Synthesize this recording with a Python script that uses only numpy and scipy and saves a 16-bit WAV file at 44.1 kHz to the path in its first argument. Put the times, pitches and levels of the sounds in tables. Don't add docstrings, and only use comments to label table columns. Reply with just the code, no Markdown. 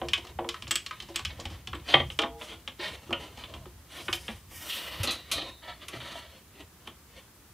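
import sys
import numpy as np
from scipy import signal
from scipy.fft import rfft, irfft, next_fast_len
from scipy.io import wavfile
from scipy.ndimage import uniform_filter1d

SR = 44100
rng = np.random.default_rng(int(sys.argv[2]) if len(sys.argv) > 2 else 0)


def materialize(psi):
    bounded = np.clip(np.atleast_2d(psi).T, -1, 1)
    quanta = np.round(bounded * 32767).astype(np.int16)
    wavfile.write(sys.argv[1], SR, quanta)


def boost(x):
    u = np.asarray(x, float) / 20
    return 10 ** u


N = 332154

# pitch_hz, density_db [dB per Hz]
SHOP_AIR = [(150, -5.5), (300, -5.5), (600, -14.5), (1200, -13), (3000, -22), (6000, -30)]
BENCH_RUMBLE = [(25, -26), (46, -12), (66, 0), (100, -7), (135, -12), (200, -18)]
AMPLIFIER_HISS = [(12, -35.5), (20, -1.5), (409, -3.5), (526, -5), (6150, -4.5), (15900, -5)]
# start_s, level_db
LEANS = [(.06, -42.5), (.38, -44.5), (0.672, -45.5), (1.03, -48.5), (1.28, -42.5), (1.469, -40),
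         (1.72, -41.5), (2.03, -36), (2.33, -51), (2.56, -51.5), (2.89, -47.5), (3.14, -44), (3.42, -49),
         (3.6, -44.5), (3.78, -56.5), (4.11, -43.5), (4.32, -48), (4.51, -50), (5.01, -42.5), (5.37, -47),
         (5.73, -55), (5.98, -50.5), (6.25, -59), (6.65, -54), (6.85, -57.5), (7.499, -58)]
# start_s, peak_db, pitch_hz, t60_s
THUMPS = [(1.101, -39.5, 339, 0.21), (1.458, -31, 79.5, 0.11), (1.947, -26.5, 137, 0.32),
          (1.97, -33.5, 78.3, 0.29), (2.41, -45, 610, 0.42), (2.225, -26, 460, 0.075),
          (2.795, -34, 354, 0.13), (3.094, -33, 354, 0.16), (3.112, -31, 350, 0.13),
          (3.665, -39.5, 350, 0.15), (1.746, -38.5, 301, 0.19), (4.09, -29, 356, 0.074),
          (5.68, -41, 718, 0.19), (4.289, -33.5, 220, 0.16), (5, -22.5, 97.5, 0.16),
          (5.939, -31.5, 352, 0.039), (5.961, -43, 124, 0.57), (6.155, -32, 665, 0.052)]
# start_s, peak_db, pitch_hz, t60_s
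PINGS = [
    (.679, -45, 7100, .05),
    (.716, -37, 7000, .07),
    (1.402, -42, 7000, .05),
    (2.412, -40, 1000, .08),
    (3.094, -45, 1250, .06),
    (5.034, -33, 2560, .08),
    (5.109, -31, 2540, .09),
    (5.335, -40, 668, .45),
    (5.46, -42, 680, .06),
    (5.497, -43, 1800, .03),
]

# pitch_hz, density_db [dB per Hz]
RUB_MID = [(530, -12), (900, -26), (985, -14.5), (1130, -9.5), (1280, -7.5), (1630, -12), (1860, -5),
           (2100, -7), (2570, -7), (3100, -3), (4090, -9), (4750, -10.5), (5400, -22), (7020, -22.5),
           (11900, -120)]
RUB_LOW = [(170, -8.5), (330, 0), (460, -6.5), (640, -2), (840, -9.5), (1050, -6)]
JAW_TOP = [(4600, 1.5), (7700, -1.5), (11000, -5.5), (16000, -20)]
CLOTH_TOP = [(4600, -1), (6220, -6), (8730, -5), (9700, -7), (13400, -4), (15400, -9), (16200, -20)]
SKIN_TOP = [(4600, 23), (7000, 15.5), (10500, 17.5), (13000, 8), (16000, 4)]
GRIND_TOP = [(2700, -3.5), (3400, -3), (4200, -11)]
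FLICK_TOP = [(5300, -4), (9000, -4), (11100, 0), (14800, -7), (16000, -17)]
# full_pressure_s, held_s, level_db, wood_share_db, bright_share_db
SLEEVE = [
    (4.54, 0.085, -51, -12, 3),
    (4.64, 0.013, -44.5, -6.5, -3),
    (4.71, 0.041, -40, -24, -2.5),
    (4.82, 0.23, -41.5, -9, -12.5),
]
FLICKS = [
    (4.135, .022, -53, -10, 9),
    (3.97, .02, -66, -10, 9),
]
SKIN = [
    (3.788, 0.0045, -66, 1, -7),
    (3.93, 0.046, -47, -11, -6),
    (3.985, 0.0032, -42, -5.5, -22),
    (4.02, 0.084, -61, 1, 8),
    (4.19, 0.096, -60.5, -3, 6.5),
    (4.28, 0.085, -57, -11, -1.5),
]
SCUFFS = [(5.38, 0.043, -38, -5, -17), (5.47, 0.022, -47, 0, -13), (5.69, 0.011, -50, -6, -12),
          (5.834, 0.0034, -49, -6, -19), (5.94, 0.043, -45.5, -2, -12.5), (6.05, 0.076, -46, -9.5, -10.5),
          (6.16, 0.035, -47, -5, -8.5), (6.23, 0.032, -56.5, -4, -17), (6.31, 0.069, -56, -5, -14),
          (6.604, 0.0036, -50.5, 0, -13), (6.876, 0.0049, -55.5, 0, -11), (7.17, 0.025, -53, -6, -11)]
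JAW_DRAGS = [(0.0, .3, -60, 6, -6), (.55, 0.27, -61, -4, -6), (.95, .3, -57, -22, -9),
             (1.3, 0.25, -56, 0, -12), (1.8, 0.019, -68, 6, -18), (1.898, 0.023, -37, -10, -11.5),
             (2.108, 0.0041, -61, 3, 6.5), (2.424, 0.0084, -48, -9, -3), (2.49, 0.011, -50, -11, -17),
             (2.53, 0.0037, -65.5, 10.5, -9), (2.97, 0.07, -57, -2, -9), (3.068, 0.0071, -57, -2, -9),
             (3.21, 0.03, -45.5, -0.5, -11.5), (3.39, 0.02, -46, -4.5, -12.5),
             (3.5, 0.073, -56.5, 4.5, -11), (3.672, 0.0036, -65, 2, -9), (5.16, 0.022, -50.5, -8, -11),
             (5.3, .012, -48, -10, -15)]
SLIDES = [
    (2.49, .05, -48, -8, -12),
    (2.815, .075, -43, -5, -9),
    (2.9, .055, -46, -6, -10),
]
GRINDS = [
    (1.89, 0.043, -41, 1, 6),
    (4.702, 0.014, -48.5, -16, 16.5),
    (4.765, 0.023, -50, 0, 11.5),
    (5.075, 0.038, -34.5, -6.5, -4),
]

# pitch_hz, level_db, t60_s
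PANEL = [(350, -1.5, 0.38), (460, -7.5, 0.37), (542, -4, 0.19), (648, -5.5, 0.25), (772, 7.5, 0.072),
         (990, -0.5, 0.13), (1250, -9, 0.039)]
BOARD = [(310, -5, .5), (456, -2, .9), (461.5, -3, .9), (678, 1, .45), (820, -1, .6), (826, -5, .5),
         (948, -5, .5)]
RAIL = [(3779, -4, .5), (3800, -12, .3), (3978, 3, .45), (4048, 3, .16), (4285, 6, .22), (4533, -2, .15),
        (4861, -3, .2)]
LATCH = [(2444, -5, .35), (3128, -8, .3), (3203, -2, .3), (3545, -9, .35), (3612, -8, .7), (3772, 0, .65),
         (3790, -5, .5), (3978, -5, .55), (4048, 1, .45), (4070, -6, .3), (4285, -2, .45), (4550, -12, .3),
         (4800, -2, .08)]
# start_s, level_db, rings_until_damped_s
PANEL_RINGS = [
    (.0165, -33.5, 0.097),
    (.3885, -32, 0.15),
    (.445, -39.5, .12),
]
BOARD_RINGS = [
    (2.2, -39, 0.36),
]
RAIL_RINGS = [
    (5.072, -39, .24),
]
LATCH_RINGS = [
    (5.315, -35, .33),
]

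# pitch_hz, level_db, t60_s
FENCE = [(635, -1, .04), (969, -5, .04), (1320, -4, .03), (1800, -3, .03), (1920, -3, .03),
         (2260, -4, .035), (2990, -3, .03), (3220, -5, .04), (3450, -2, .035), (3840, -6, .035),
         (4360, -7, .04)]
BRACKET = [(330, -6, .14), (466, -6, .08), (629, -6, .08), (842, -11, .05), (1110, -6, .04),
           (1242, -3, .04), (1400, -5, .035), (1782, -8, .03), (2407, -2, .04), (2990, -5, .03),
           (3199, -2, .05), (3271, -2, .04), (3345, -2, .035), (3560, -4, .03)]
PAD = [(554, -6, .06), (630, -4, .04), (716, -9, .04), (991, -9, .05), (1265, -10, .05), (1453, -4, .035),
       (1900, -9, .03), (2300, -7, .03), (2480, -4, .04), (2622, -3, .05), (2800, -1, .035), (2880, 0, .05),
       (3040, -1, .06), (3155, -3, .05)]
BAR = [(619, -4, .04), (1020, -5, .025), (1870, -2, .025), (2220, -1, .035), (2540, -5, .03),
       (2840, -5, .04), (3120, 0, .03), (3570, -2, .035), (3890, -1, .03), (4300, -6, .02),
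       (4900, -10, .015)]
LOCK = [(6900, -7.5, 0.06), (7550, -13, .03), (7670, 4.5, 0.018), (7890, 5.5, 0.026), (8300, 1.5, 0.024),
        (8240, -5.5, 0.018), (8640, -10, 0.035), (9360, -6.5, .02), (10500, -2.5, 0.006), (12000, -3, .007),
        (13270, -1.5, .008), (14800, -5, .007)]
JAW = [(347, -15, .15), (661, -14, .055), (799, -6, .045), (988, -11, .05), (1173, -11, .055),
       (1300, -13, .03), (1585, -19, .03), (1960, -8, .028), (2060, -9, .035), (2215, -6, .03),
       (2505, -8, .03), (2850, -11, .022), (3180, 6, .02), (3500, -7, .018)]
# start_s, peak_db, time_to_full_bite_s
FENCE_BITES = [
    (5.62, -39, 0.021),
    (5.67, -32, 0.02),
    (5.93, -36, 0.006),
    (6.0, -35, 0.013),
    (6.04, -37, .02),
    (6.09, -36, 0.021),
    (6.145, -34.5, 0.015),
    (6.2, -42, 0.027),
    (6.26, -49, .02),
]
BRACKET_BITES = [
    (2.1896, -14, .0015),
    (2.218, -25, .004),
    (2.232, -23, .003),
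    (2.485, -39, .012),
    (2.512, -37, .012),
    (6.874, -37, .002),
]
PAD_BITES = [
    (3.1268, -14.5, .0028),
]
BAR_BITES = [
    (2.79, -29, 0.018),
    (2.825, -25.5, 0.014),
    (2.86, -28.5, 0.011),
    (2.91, -40, 0.012),
]
CREAKS = [(.0165, -50, 0.0047), (.048, -46, 0.0032), (0.3887, -45, 0.0028), (.1, -54, 0.0059),
          (0.144, -47, 0.008), (0.219, -47, .003), (.285, -46, 0.0068), (.5, -51, 0.012),
          (.555, -40.5, 0.0074), (.92, -39, 0.0066), (1.141, -38, 0.0078), (1.169, -41, 0.008),
          (1.3, -33.5, 0.0053), (1.51, -51, 0.0082), (1.547, -46, 0.0068), (1.579, -54, 0.018),
          (1.742, -41, 0.0056), (1.795, -46, 0.0031), (1.843, -54, 0.0027), (4.138, -35, .007),
          (4.22, -43.5, 0.017), (4.3, -41, 0.016)]
LOCK_BITES = [
    (.7092, -19, 0.0024),
    (.7556, -18.5, 0.0012),
    (1.1587, -19.5, 0.0016),
    (1.748, -47, 0.0017),
]
JAW_BITES = [
    (1.9392, -.5, .0022),
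    (1.9992, -16, .0025),
]

# pitch_hz, level_db, t60_s
WOOD = [(201, -35.5, 0.057), (250.5, -1.5, 0.23), (350, 6, 0.1), (548, 0.5, 0.088), (598, 1.5, 0.05),
        (800, 5.5, 0.031), (1053, 3.5, 0.01894)]
HANDLE = [(1052, 4.5, 0.015), (1283, 5.5, 0.14), (1463, -1.5, 0.0087), (1920, -0.5, 0.051),
          (2627, 2.5, 0.03), (2910, 5.5, 0.0094), (3160, 8, 0.043), (3637, 2, 0.0066), (3720, 3, 0.0424)]
PLATES = [(4070, 16.5, 0.0161), (5260, 11.5, 0.012), (5680, 9.5, .02), (8130, 4.5, 0.021),
          (7300, -10.5, 0.055), (8400, 0, 0.015), (11000, -3, .015), (16040, -21, 0.0084)]
RAIL_TOP = [(4200, 1, .02), (6300, 0, .02), (7300, -4, .02), (8350, -3, .02), (10500, -1, .03),
            (12500, -8, .02), (15500, -20, .01)]
# start_s, peak_db, wood_share_db, bright_share_db, rattle_s
RAIL_BLOWS = [
    (4.5102, -47.5, 1, -2, 0.017),
    (5.0323, -23.5, -6, 1.5, 0.015),
    (5.0716, -27, -21, 1.5, 0.03),
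    (5.1081, -29, -13, 3.5, 0.021),
    (5.3147, -20.5, -20.5, 0.5, 0.023),
    (5.8173, -37, -34, -19, 0.013),
    (5.8828, -28, -44, -4.5, 0.0073),
    (6.0027, -35, -8, -13, 0.016),
    (6.8736, -32, -7.5, -10.5, 0.0049),
]
# start_s, peak_db, wood_share_db, bright_share_db, rattle_s
CLUNKS = [
    (.67, -31, -16, -22, 0.0044),
    (1.0869, -41.5, 1, -4, 0.018),
    (1.3988, -33, -9, -2, 0.011),
    (1.5013, -40.5, -4.5, -7.5, 0.044),
    (2.4126, -30.5, -9.5, -32, 0.0084),
    (4.281, -24, -8, -39, 0.011),
]
# start_s, peak_db, wood_share_db, bright_share_db
SNAPS = [
    (1.9404, -20, -8, -20),
    (1.996, -27, 3, -40),
    (3.1275, -27, -8, -6),
]
KNOCKS = [(.0162, -26.5, 0.5, -40), (.2484, -40, -22.5, -3), (.388, -27, 1.5, -40), (.4448, -37, 8, -24),
          (.5424, -26.5, -25, -12), (.9097, -25.5, -24, -14), (1.1925, -26, -11, -8),
          (1.3884, -52.5, 17.5, -14), (1.731, -24.5, -10.5, -20.5), (1.9377, -20, -10, -22),
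          (2.2358, -23, -3, -50), (3.1067, -31, 1.5, -13), (3.656, -40.5, -3.5, -12),
          (4.082, -19.5, -11.5, -46)]
CLICKS = [(.0856, -23.5, -25, -2), (.1337, -9, -39, -10.5), (.1777, -35.5, 0.5, -1),
          (.2699, -37.5, -25, -3.5), (.4896, -20, -17, -4), (.6229, -26.5, -17.5, -7),
          (.6784, -33.5, -12, -0.5), (.7094, -13.5, -23, -4.5), (.7558, -16, -25, -2.5),
          (.8631, -24, -28, -4), (1.002, -28, -24, -8), (1.0238, -38.5, -6, 3.5), (1.1589, -19.5, -18, 0),
          (1.25, -21, -24, -1.5), (1.454, -26.5, -7, -5.5), (1.673, -25, -14.5, -5.5),
          (1.7534, -33.5, -6.5, -17), (2.1017, -26, -17, -32), (2.1896, -13.5, -34, -8),
          (2.2182, -26, -25, -4), (2.6765, -21.5, -19, -14), (3.3741, -37, -6, -6),
          (3.438, -29.5, -18, -28), (3.5388, -30.5, -12.5, -12), (4.1285, -17.5, -16, -3)]


def colour(x, spectrum, skirt_db=60):
    hz, db = np.transpose(spectrum)
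    n = next_fast_len(len(x), True)
    points = np.log2(hz)
    octave = np.log2(np.arange(n // 2 + 1) * SR / n + 1)
    outside = np.maximum(points[0] - octave, 0) + np.maximum(octave - points[-1], 0)
    gain_db = np.maximum(np.interp(octave, points, db) - skirt_db * outside, -100)
    cepstrum = irfft(np.log(boost(gain_db)), n)
    cepstrum[1:(n + 1) // 2] *= 2
    cepstrum[n // 2 + 1:] = 0
    y = irfft(rfft(x, n) * np.exp(rfft(cepstrum)), n)[:len(x)]
    return y / np.std(y)


def add(out, s, sound):
    i = int(s * SR)
    out[i:i + len(sound)] += sound[:N - i]


def swell(time, s, held, pace):
    rise_db_s, fall_db_s = pace
    before = np.maximum(s - time, 0)
    after = np.maximum(time - s - held, 0)
    return boost(-rise_db_s * before - fall_db_s * after)


def grit(size, rough_db):
    return rng.standard_normal(size) * boost(rough_db * rng.exponential(size=size))


def even(x, span=200):
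    spectrum = rfft(x)
    humps = uniform_filter1d(np.abs(spectrum) ** 2, size=len(x) // span)
    y = irfft(spectrum / np.sqrt(humps), len(x))
    return y * (np.arange(len(x)) < len(x) * .75)


def ring(modes, seconds, lean_db=0, detune=0):
    hz, db, t60 = np.transpose(modes)
    t = np.arange(int(seconds * SR))[:, None] / SR
    decay = boost(db + lean_db - 60 * t / t60)
    return (decay * np.sin(2 * np.pi * hz * (1 + detune) * t)).sum(axis=1)


def noise_crowd(size, t60_s):
    return rng.standard_normal(size) * boost(-60 * np.arange(size) / SR / t60_s)


def body(modes, lean_db, crowd_t60, lines_db, crack):
    hz, db = np.transpose(modes)[:2]
    level_chance, pitch_chance = rng.standard_normal((2, len(modes)))
    clear = ring(modes, .18, lean_db + 2 * level_chance, .02 * pitch_chance)
    clear *= np.linspace(1, 0, len(clear))
    crowd = noise_crowd(len(clear), crowd_t60)
    crowd[0] = crack * np.linalg.norm(crowd)
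    filled = colour(even(crowd), np.transpose([hz, db + lean_db]))
    return filled + boost(lines_db) * colour(clear, [(hz[0], 0), (hz[-1], 0)])


def room(x):
    t60_s, onset_s, top_hz, wash_db = 0.18, 0.0079, 5000, -10.5
    t = np.arange(SR // 2) / SR
    tail = noise_crowd(len(t), t60_s) * np.minimum(t / onset_s, 1) ** 2
    tail = signal.lfilter(*signal.butter(1, top_hz, fs=SR), tail)
    return x + boost(wash_db) * signal.oaconvolve(x, tail / np.linalg.norm(tail))[:N]


def shop_air():
    return boost(-61.5) * colour(rng.standard_normal(N), SHOP_AIR)


def bench():
    rest_db, lean_pace = -59.5, (130, 74)
    time = np.arange(N) / SR
    power = boost(rest_db) ** 2
    for s, db in LEANS:
        power = power + (boost(db) * swell(time, s, 0, lean_pace)) ** 2
    out = np.sqrt(power) * colour(rng.standard_normal(N), BENCH_RUMBLE)
    for s, db, hz, t60 in THUMPS + PINGS:
        sound = ring([(hz, db, t60)], .3)
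        onset = np.minimum(np.arange(len(sound)) * hz * 2 / SR, 1)
        add(out, s, sound * onset)
    return out


def rubbing(strokes, top_colour, pace):
    out = np.zeros(N)
    for s, held, db, wood_db, top_db in strokes:
        time = max(s - .2, 0) + np.arange(32768) / SR
        slips = grit(len(time), rough_db=1.5)
        crowd = noise_crowd(2048, .05)
        crowd[0] = 1.29 * np.linalg.norm(crowd)
        rung = signal.fftconvolve(slips, crowd)[:len(time)]
        patchy = boost(1.4 * colour(rng.standard_normal(len(time)), [(15, 30), (120, -22)]))
        bright = colour(slips + .5 * rung / np.std(rung), top_colour)
        sound = colour(rung, RUB_MID) + boost(wood_db) * colour(rung, RUB_LOW) + boost(top_db) * bright
        add(out, time[0], boost(db) * swell(time, s, held, pace) * patchy * sound)
    return out


def hands_and_cloth():
    out = rubbing(SLEEVE, CLOTH_TOP, pace=(310, 84))
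    out += rubbing(FLICKS, FLICK_TOP, pace=(2000, 600))
    return out + rubbing(SKIN, SKIN_TOP, pace=(350, 185))


def jaws_and_steel():
    out = rubbing(SCUFFS, JAW_TOP, pace=(227, 310))
    out += rubbing(JAW_DRAGS, JAW_TOP, pace=(390, 150))
    out += rubbing(SLIDES, JAW_TOP, pace=(600, 900))
    return out + rubbing(GRINDS, GRIND_TOP, pace=(1640, 300))


def rings(table, modes):
    out = np.zeros(N)
    for s, db, lasts in table:
        sound = boost(db) * ring(modes, lasts)
        k = np.arange(len(sound))
        fade = np.minimum(k / 80, k[::-1] / 1500)
        add(out, s, sound * np.minimum(fade, 1))
    return out


def wavering(table, modes, wobble_db):
    out = np.zeros(N)
    for mode in modes:
        wobble = colour(rng.standard_normal(N // 8 + 1), [(40, 0), (300, 0)])
        out += rings(table, [mode]) * boost(wobble_db * np.repeat(wobble, 8)[:N])
    return out


def loose_parts():
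    out = wavering(RAIL_RINGS, RAIL, wobble_db=1.5)
    out += wavering(LATCH_RINGS, LATCH, wobble_db=2)
    return out + wavering(BOARD_RINGS, BOARD, wobble_db=2)


def bites(table, modes):
    out, t = np.zeros(N), np.arange(4096) / SR
    response = ring(modes, .15)
    response *= np.linspace(1, 0, len(response))
    response = colour(response, [(modes[0][0], 0), (modes[-1][0], 0)], skirt_db=30)
    for s, db, rise_s in table:
        rise = np.clip(rise_s, .001, .018)
        slips = grit(len(t), rough_db=2) * t / rise * np.exp(-t / rise)
        sound = signal.fftconvolve(even(slips, span=600 if rise < .003 else 200), response)
        add(out, s, boost(db) * sound / np.abs(sound).max())
    return out


def singing_parts():
    out = bites(FENCE_BITES, FENCE) + bites(BRACKET_BITES, BRACKET) + bites(PAD_BITES, PAD)
    out += bites(BAR_BITES + CREAKS, BAR)
    return out + bites(LOCK_BITES, LOCK) + bites(JAW_BITES, JAW)


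def blows(table, top, centre_hz, focus, first, rattle_s=None):
    out, t = np.zeros(N), np.arange(4096) / SR
    near_db = -focus * np.log2(np.array(HANDLE)[:, 0] / centre_hz) ** 2
    for s, db, wood_db, top_db, *own in table:
        rattle = rattle_s or own[0]
        push = grit(len(t), rough_db=2.5) * np.exp(-t / rattle) * np.sqrt(1 / (rattle * SR))
        push[0] += first * np.sqrt(.005 / rattle)
        push = even(push)
        handle = body(HANDLE, near_db, crowd_t60=.022, lines_db=-16, crack=1.1)
        wood = body(WOOD, 0, crowd_t60=.042, lines_db=.5, crack=.61)
        steel = body(top, 0, crowd_t60=.03, lines_db=-13, crack=1.1)
        for share_db, response in ((0, handle), (wood_db, wood), (top_db, steel)):
            part = signal.fftconvolve(push, response)
            add(out, s, boost(db + share_db) * part / np.abs(part).max())
    return out


def fence_rail():
    return blows(RAIL_BLOWS, RAIL_TOP, centre_hz=3200, focus=1.4, first=.57)


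def clamp():
    out = blows(CLUNKS, PLATES, centre_hz=2280, focus=2.3, first=.76)
    out += blows(SNAPS, PLATES, centre_hz=2660, focus=28, first=.45, rattle_s=.0028)
    out += blows(KNOCKS, PLATES, centre_hz=1200, focus=4.8, first=.45, rattle_s=.003505)
    out += rings(PANEL_RINGS, PANEL)
    return out + blows(CLICKS, PLATES, centre_hz=3450, focus=4.16, first=.82, rattle_s=.0045)


def scene():
    mono = shop_air() + bench()
    mono += hands_and_cloth() + jaws_and_steel()
    mono += room(loose_parts())
    mono += room(singing_parts())
    mono += room(fence_rail() + clamp())
    return np.array([mono, mono])


def roll_off(x):
    return signal.sosfilt(signal.butter(12, 16810, fs=SR, output="sos"), x)


def record(dry):
    hiss_db, bass_hz, top_hz = -59, 40, 15500
    hiss = np.array([colour(rng.standard_normal(N), AMPLIFIER_HISS) for _ in dry])
    thin = signal.sosfilt(signal.butter(2, bass_hz, "high", fs=SR, output="sos"), dry)
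    top_cut = signal.ellip(8, .2, 60, top_hz, fs=SR, output="sos")
    mix = signal.sosfilt(top_cut, thin + boost(hiss_db) * hiss)
    return roll_off(np.clip(mix, -1, 1))


dry = scene()
out = record(dry)
materialize(out)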